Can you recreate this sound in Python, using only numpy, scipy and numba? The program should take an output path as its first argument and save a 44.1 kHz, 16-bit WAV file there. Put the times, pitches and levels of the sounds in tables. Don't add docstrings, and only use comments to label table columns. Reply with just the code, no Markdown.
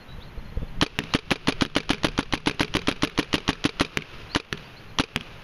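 import sys
import numpy as np
from scipy import signal
from scipy.fft import rfft, irfft, next_fast_len
from scipy.io import wavfile
from scipy.ndimage import uniform_filter1d
from numba import njit

SR = 44100
rng = np.random.default_rng(int(sys.argv[2]) if len(sys.argv) > 2 else 0)


def transcribe(u):
    v = np.clip(np.atleast_2d(u).T, -1, 1)
    q = np.round(v * 32767).astype(np.int16)
    wavfile.write(sys.argv[1], SR, q)


N = 239639

# frequency in Hz, relative level in dB.
HISS_SPECTRUM = [(60, -2), (120, 4.5), (300, -6), (1000, -9), (2000, -12), (3000, -14.5), (5000, -27),
                 (8000, -23), (12000, -12.5), (15000, 2.5), (15400, -41)]
# time in seconds, level in dB before its random lumps.
RUMBLE_LEVEL = [(0.0, -52), (0.15, -44.5), (0.56, -39.5), (0.85, -36), (1.05, -46.5), (1.3, -35.5),
                (2.2, -32), (3.4, -38), (3.7, -45), (5.43, -53)]
# frequency in Hz, relative level in dB.
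RUMBLE_SPECTRUM = [(20, 0.5), (60, -13.5), (150, -12), (400, -34), (1000, -65)]
# start in seconds, length in seconds, first Hz, last Hz, level in dB at the loudest.
BIRD_NOTES = [(.075, .06, 3900, 3980, -54), (.198, .042, 3300, 4800, -51), (.612, .035, 3450, 3500, -60),
              (1.1, .04, 3700, 4800, -51), (4.288, .06, 4000, 5000, -45), (4.635, .035, 4400, 4900, -56),
              (4.755, .035, 3900, 4800, -53)]
# start in seconds, length in seconds, level in dB before pulsing.
CRICKET_TRILLS = [(0, 0.041, -54), (.275, 0.021, -56), (.38, 0.02, -56), (.445, 0.0254, -58),
                  (0.483, 0.022, -56), (0.55, 0.0096, -56), (0.679, 0.015, -55), (4.881, 0.03, -57)]
# start in seconds, relative level in dB, push time in seconds, direction +-1.
HAND_BUMPS = [(0.184, -24.5, 0.0032, -1), (.375, -20, 0.0089, 1), (0.522, -25, 0.0033, 1),
              (.571, -11.5, 0.0055, -1), (0.619, -18.5, 0.0028, -1), (.629, -15.5, 0.0024, 1)]
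# frequency in Hz, relative level in dB.
TREE_SPECTRUM = [(100, -37), (400, 3), (800, -8), (1300, -1), (2000, -6), (2600, 1.5), (3300, -5),
                 (4500, -10.5), (7000, -18), (10000, -9), (12000, -33)]
# time in seconds, seconds until the ball is heard on the door.
TRIGGER_PULLS = [(0.813, .176), (1.1376, .1766), (1.3064, .1741), (1.4723, .1787), (1.61, .173),
                 (1.7527, .1802), (1.893, .1757), (2.0338, .1742), (2.1779, .1751), (2.325, .1716),
                 (2.4604, .1709), (2.5954, .1732), (2.7399, .1742), (2.8726, .1765), (3.0227, .1736),
                 (3.1772, .1778), (3.3298, .1752), (3.4791, .1759), (3.6411, .1749), (3.7976, .175),
                 (4.3489, .1784), (4.9866, .1743)]
CHARGE_LEVELS = [0.5, -1, -2, -1.5, 0.5, 0.5, 2, 0.5, -4, 0, 0.5, 0, -7, -1, 0.5, 0, -1.5, -1, -2, -1.5,
                 -2.5, -1]
BURST_LEVELS = [6, 5.5, -14, 3.5, 4.5, 6.5, 2.5, -1, 4.5, 3.5, 5, 8, 2.5, 7, 5, 3, 2.5, -6, 3.5, 6.5, -1,
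                3.5]
# frequency in Hz, relative level in dB, time to fall 60 dB in seconds.
DOOR_MODES = [(147.2, -35.5, 0.18), (162.7, -21, 0.19), (217, -16, 0.1), (267, -16, 0.09),
              (370.5, -22, 0.078), (417, -16, 0.08), (486, -22, 0.073), (514, -22, 0.03),
              (1190, -42, 0.0052), (1750, -10.5, 0.02), (2140, -2, 0.0035), (2620, 4, 0.0034),
              (3180, -18, 0.019), (4100, -40, 0.0058), (6030, -11, 0.0098), (9570, 7, 0.0013),
              (12440, 14, 0.0011)]
# delay in seconds, relative level in dB,
# smear in seconds, frequency in Hz above which it is dulled.
HIT_ECHOES = [(0.014, -11.5, 0.00072, 3500), (0.0484, -13, 0.002, 12000)]
# frequency in Hz, time to fall 60 dB in seconds,
# relative level in dB when slammed forward, relative level in dB when dropped back.
BODY_MODES = [(448, 0.04, -29.5, -6), (950, 0.0038, -77, 0), (1076, 0.0088, -5, -21),
              (1260, 0.018, -9, -11), (1470, 0.0048, -15.5, -17), (2044, 0.0052, 0, -7),
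              (2413, 0.018, -7, 0.5), (2920, 0.0082, -3, -18), (3113, 0.011, -5.5, -11),
              (3840, 0.024, -14, -8.5), (3930, 0.013, -6.5, -19), (4550, 0.02, -13, -7),
              (4905, 0.018, -27.5, -10.5), (5730, 0.0165, -15, -19), (6200, 0.0078, -3, -10)]
# frequency in Hz, relative level in dB, time to fall 60 dB in seconds.
BARREL_MODES = [(178, 0.5, 0.024), (283.5, 3, 0.041), (419, -5, 0.048), (558.8, -4.5, 0.035),
                (829, -12, 0.028), (1224, -18, 0.017)]
# frequency in Hz, relative level in dB.
JET_SPECTRUM = [(200, -3), (1000, -0.5), (2000, -3.5), (3200, 1.5), (5000, -8.5), (7000, -10), (10000, 0),
                (12000, -13.5), (14000, -21), (16500, -40)]
# mean time after the trigger in seconds, mean relative level in dB.
MUZZLE_POPS = [(0.0108, -3), (.0117, 3.5), (.0149, 5.5)]
# frequency in Hz, relative level in dB, time to fall 60 dB in seconds.
SHRILL_MODES = [(10567, 8, .008)]
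# frequency in Hz, gain in dB.
MIC_RESPONSE = [(20, 2.5), (100, 1.5), (5000, 0.5), (6500, -5), (7300, -15), (8000, -60), (8800, -20),
                (10100, -16.5), (11500, -18), (15000, -40), (16500, -22)]

SLAM_S, GAS_S, SHUT_S, RETURN_S, SHRILL_S = (-.0007, .0001, .0014), .0105, .0343, .0505, .0152
BOLT_DB, BOLT_SHARE = 3.5, 0.46
LEAK_S, LEAK_DB = 0.0058, -25
SLUR = 2.1
NOTE_PEAK, NOTE_ENDS_DB = .7, -8


def gain_of(db):
    return 10 ** (np.asarray(db) / 20)


def evened(x):
    return x / np.sqrt(np.mean(x ** 2) + 1e-20)


def read(points, hz):
    f, value = np.transpose(points)
    return np.interp(np.log(hz + 1), np.log(f + 1), value)


def add(mix, s, sound):
    part = mix[round(max(s, 0) * SR):][:len(sound)]
    part += sound[:len(part)]


def seconds(s):
    return np.arange(round(s * SR)) / SR


def noise(points, count):
    size = next_fast_len(count)
    spectrum = rfft(rng.standard_normal(size)) * gain_of(read(points, np.fft.rfftfreq(size, 1 / SR)))
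    return evened(irfft(spectrum, size)[:count])


def ring(modes, spread, rise):
    t = seconds(.25)
    hz, db, t60 = np.transpose(modes)[:, :, None]
    level_change, pitch_change = rng.standard_normal((2, len(modes), 1))
    level = gain_of(db + 40 * spread * level_change - 60 * t / t60)
    sines = level * np.sin(2 * np.pi * hz * (1 + spread * pitch_change) * t)
    return sines.sum(0) * (1 - np.exp(-t / rise)) ** 2


def hiss_and_rumble():
    t = np.arange(N) / SR
    smooth = uniform_filter1d(uniform_filter1d(rng.standard_normal(N), size=2000), size=2000)
    lumps_db = evened(smooth) * 2.5
    hiss = gain_of(-41.5) * noise(HISS_SPECTRUM, count=N)
    rumble_db = np.interp(t, *np.transpose(RUMBLE_LEVEL)) + lumps_db
    return hiss + gain_of(rumble_db) * noise(RUMBLE_SPECTRUM, count=N)


def birds():
    out = np.zeros(N)
    for s, length, first_hz, last_hz, db in BIRD_NOTES:
        u = seconds(length) / length
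        waver = evened(uniform_filter1d(rng.standard_normal(round(.1 * SR)), size=90))[:len(u)]
        hz = first_hz + (last_hz - first_hz) * u ** SLUR + 60 * waver
        tone = np.sqrt(2) * np.sin(2 * np.pi * np.cumsum(hz) / SR)
        level_db = db + NOTE_ENDS_DB * ((u - NOTE_PEAK) / NOTE_PEAK) ** 2 + 2.2 * waver[::-1]
        note = gain_of(level_db) * tone * signal.windows.tukey(len(u), .3)
        add(out, s, note)
        blur = evened(np.exp(-seconds(.08) / .025) * rng.standard_normal(round(.08 * SR)))
        add(out, s, gain_of(-39) * np.convolve(note, blur))
    return out


def cricket():
    out = np.zeros(N)
    for s, length, db in CRICKET_TRILLS:
        t = seconds(length)
        tone = np.sin(2 * np.pi * 4220 * t)
        pulses = 1 + .4 * np.sin(2 * np.pi * 120 * t)
        add(out, s, gain_of(db) * tone * pulses * signal.windows.tukey(len(t), .4))
    return out


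def bumps():
    out, t = np.zeros(N), seconds(.08)
    for s, db, push_s, sign in HAND_BUMPS:
        u = t / push_s
        push = 5.5 * u ** 2 * (1.6 - u) * np.exp(-2.2 * u)
        case = gain_of(-13.5 - 1540 * t) * np.sin(2 * np.pi * 470 * t) * (1 - np.exp(-t / 0.0022))
        add(out, s, np.sign(sign) * gain_of(db) * (push + case))
    return out


def trees():
    t, out = seconds(1.6), np.zeros(N)
    near = np.exp(-t / 0.058)
    far = (t / 0.27) ** 3 / (1 + (t / 0.26) ** 3) * gain_of(-45 * t)
    bangs = [(s + GAS_S, db - 31.0, db - 31) for (s, _), db in zip(TRIGGER_PULLS, CHARGE_LEVELS)]
    bangs += [(s + flight, db - 40.5, db - 38.5) for (s, flight), db in zip(TRIGGER_PULLS, BURST_LEVELS)]
    for s, near_db, far_db in bangs:
        trunks = evened(uniform_filter1d(rng.standard_normal(len(t)), size=200))
        fade = gain_of(near_db) * near + gain_of(far_db) * far
        add(out, s, fade * gain_of(2.5 * trunks) * noise(TREE_SPECTRUM, count=len(t)))
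    return out


def door():
    out, t = np.zeros(N), seconds(.04)
    for (fired, flight), db in zip(TRIGGER_PULLS, BURST_LEVELS):
        s = fired + flight
        hit = ring(DOOR_MODES, spread=.04, rise=.00003)
        splash = gain_of(-3 - 4700 * t) * noise(JET_SPECTRUM, count=len(t))
        add(hit, .0004, splash)
        add(out, s, gain_of(db - 8.5) * hit)
        for delay, echo_db, smear, dull_hz in HIT_ECHOES:
            taps = np.exp(-t / smear) * rng.standard_normal(len(t))
            taps[0] = 1.3
            dulled = signal.lfilter(*signal.butter(1, dull_hz, fs=SR), hit)
            echo = np.convolve(dulled, taps / np.linalg.norm(taps))
            add(out, s + delay, gain_of(db - 15 + echo_db) * echo)
    return out


def bolt():
    out, t = np.zeros(N), seconds(.03)
    swell = (1 - np.exp(-t / .0006)) ** 2
    front, rear = np.array(BODY_MODES)[:, [0, 2, 1]], np.array(BODY_MODES)[:, [0, 3, 1]]
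    for (s, _), charge_db in zip(TRIGGER_PULLS, CHARGE_LEVELS):
        db = BOLT_DB + BOLT_SHARE * charge_db
        blow = ring(front, spread=.012, rise=.00015)
        for at, step_db, sign in zip(SLAM_S, (-22, -12, -22), (1, -1, 1)):
            add(out, s + at, sign * gain_of(db + step_db) * blow)
        slam_scrape = gain_of(db - 16.5 - 3600 * t) * swell * noise(JET_SPECTRUM, count=len(t))
        add(out, s + SLAM_S[0], slam_scrape)
        add(out, s + SHUT_S, gain_of(db - 19.0) * blow)
        back = ring(rear, spread=.015, rise=.00015)
        add(out, s + RETURN_S, gain_of(db - 15.5) * back)
        return_scrape = gain_of(db - 21.0 - 1850 * t) * swell * noise(JET_SPECTRUM, count=len(t))
        add(out, s + RETURN_S, return_scrape)
    return out


def blast():
    out, t = np.zeros(N), seconds(.06)
    valve = (1 - np.exp(-t / .0009)) ** 2 / (1 + np.exp((t - .021) / .002))
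    pop = np.exp(-((t[:40] - .0004) / .00011) ** 2)
    seep = seconds(LEAK_S) / LEAK_S
    after = gain_of(-24 - 700 * t)
    for (s, _), db in zip(TRIGGER_PULLS, CHARGE_LEVELS):
        column = ring(BARREL_MODES, spread=.035, rise=.0014)
        add(out, s + GAS_S, -gain_of(db + 2.0) * column)
        for at, pop_db in MUZZLE_POPS:
            pop_s = s + at + rng.normal(0, .00025)
            add(out, pop_s, -gain_of(db + pop_db + rng.normal(0, 2.5)) * pop)
        beat = (t - .0008) * rng.uniform(230, 310) + np.cumsum(rng.normal(0, .012, len(t)))
        puffs = 1 + .9 * np.exp(-(beat % 1) / .3)
        flow = gain_of(-620 * t) * valve * puffs + after
        add(out, s + GAS_S, gain_of(db - 5.5) * flow * noise(JET_SPECTRUM, count=len(t)))
        leak = gain_of(db + LEAK_DB) * seep * noise(JET_SPECTRUM, count=len(seep))
        add(out, s + GAS_S - LEAK_S, leak)
        add(out, s + SHRILL_S, gain_of(db) * ring(SHRILL_MODES, spread=.03, rise=.0004))
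    return out


def scene():
    shots = bolt() + blast() + door() + trees()
    background = hiss_and_rumble() + bumps() + birds() + cricket()
    return (shots + background)[None]


@njit
def limiter(x, ceiling, fall, rise):
    out, gain = np.empty_like(x), 1.
    for i in range(len(x)):
        out[i] = x[i] * gain
        gain = gain * fall if abs(out[i]) > ceiling else min(1., gain * rise)
    return out


def band_limit(x):
    return signal.sosfilt(signal.butter(12, 16500, fs=SR, output="sos"), x)


def record(dry):
    log_gain = np.log(gain_of(read(MIC_RESPONSE, abs(np.fft.fftfreq(4096, 1 / SR)))))
    taps = np.fft.ifft(np.exp(np.conj(signal.hilbert(log_gain)))).real[:2048]
    heard = signal.oaconvolve(dry[0], taps)[:N]
    held = limiter(heard, gain_of(-8.2), gain_of(-30000 / SR), gain_of(75 / SR))
    top = gain_of(-5.2)
    finished = held / (1 + abs(held / top) ** 8) ** (1 / 8)
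    return band_limit(finished[None])


dry = scene()
out = record(dry)
transcribe(out)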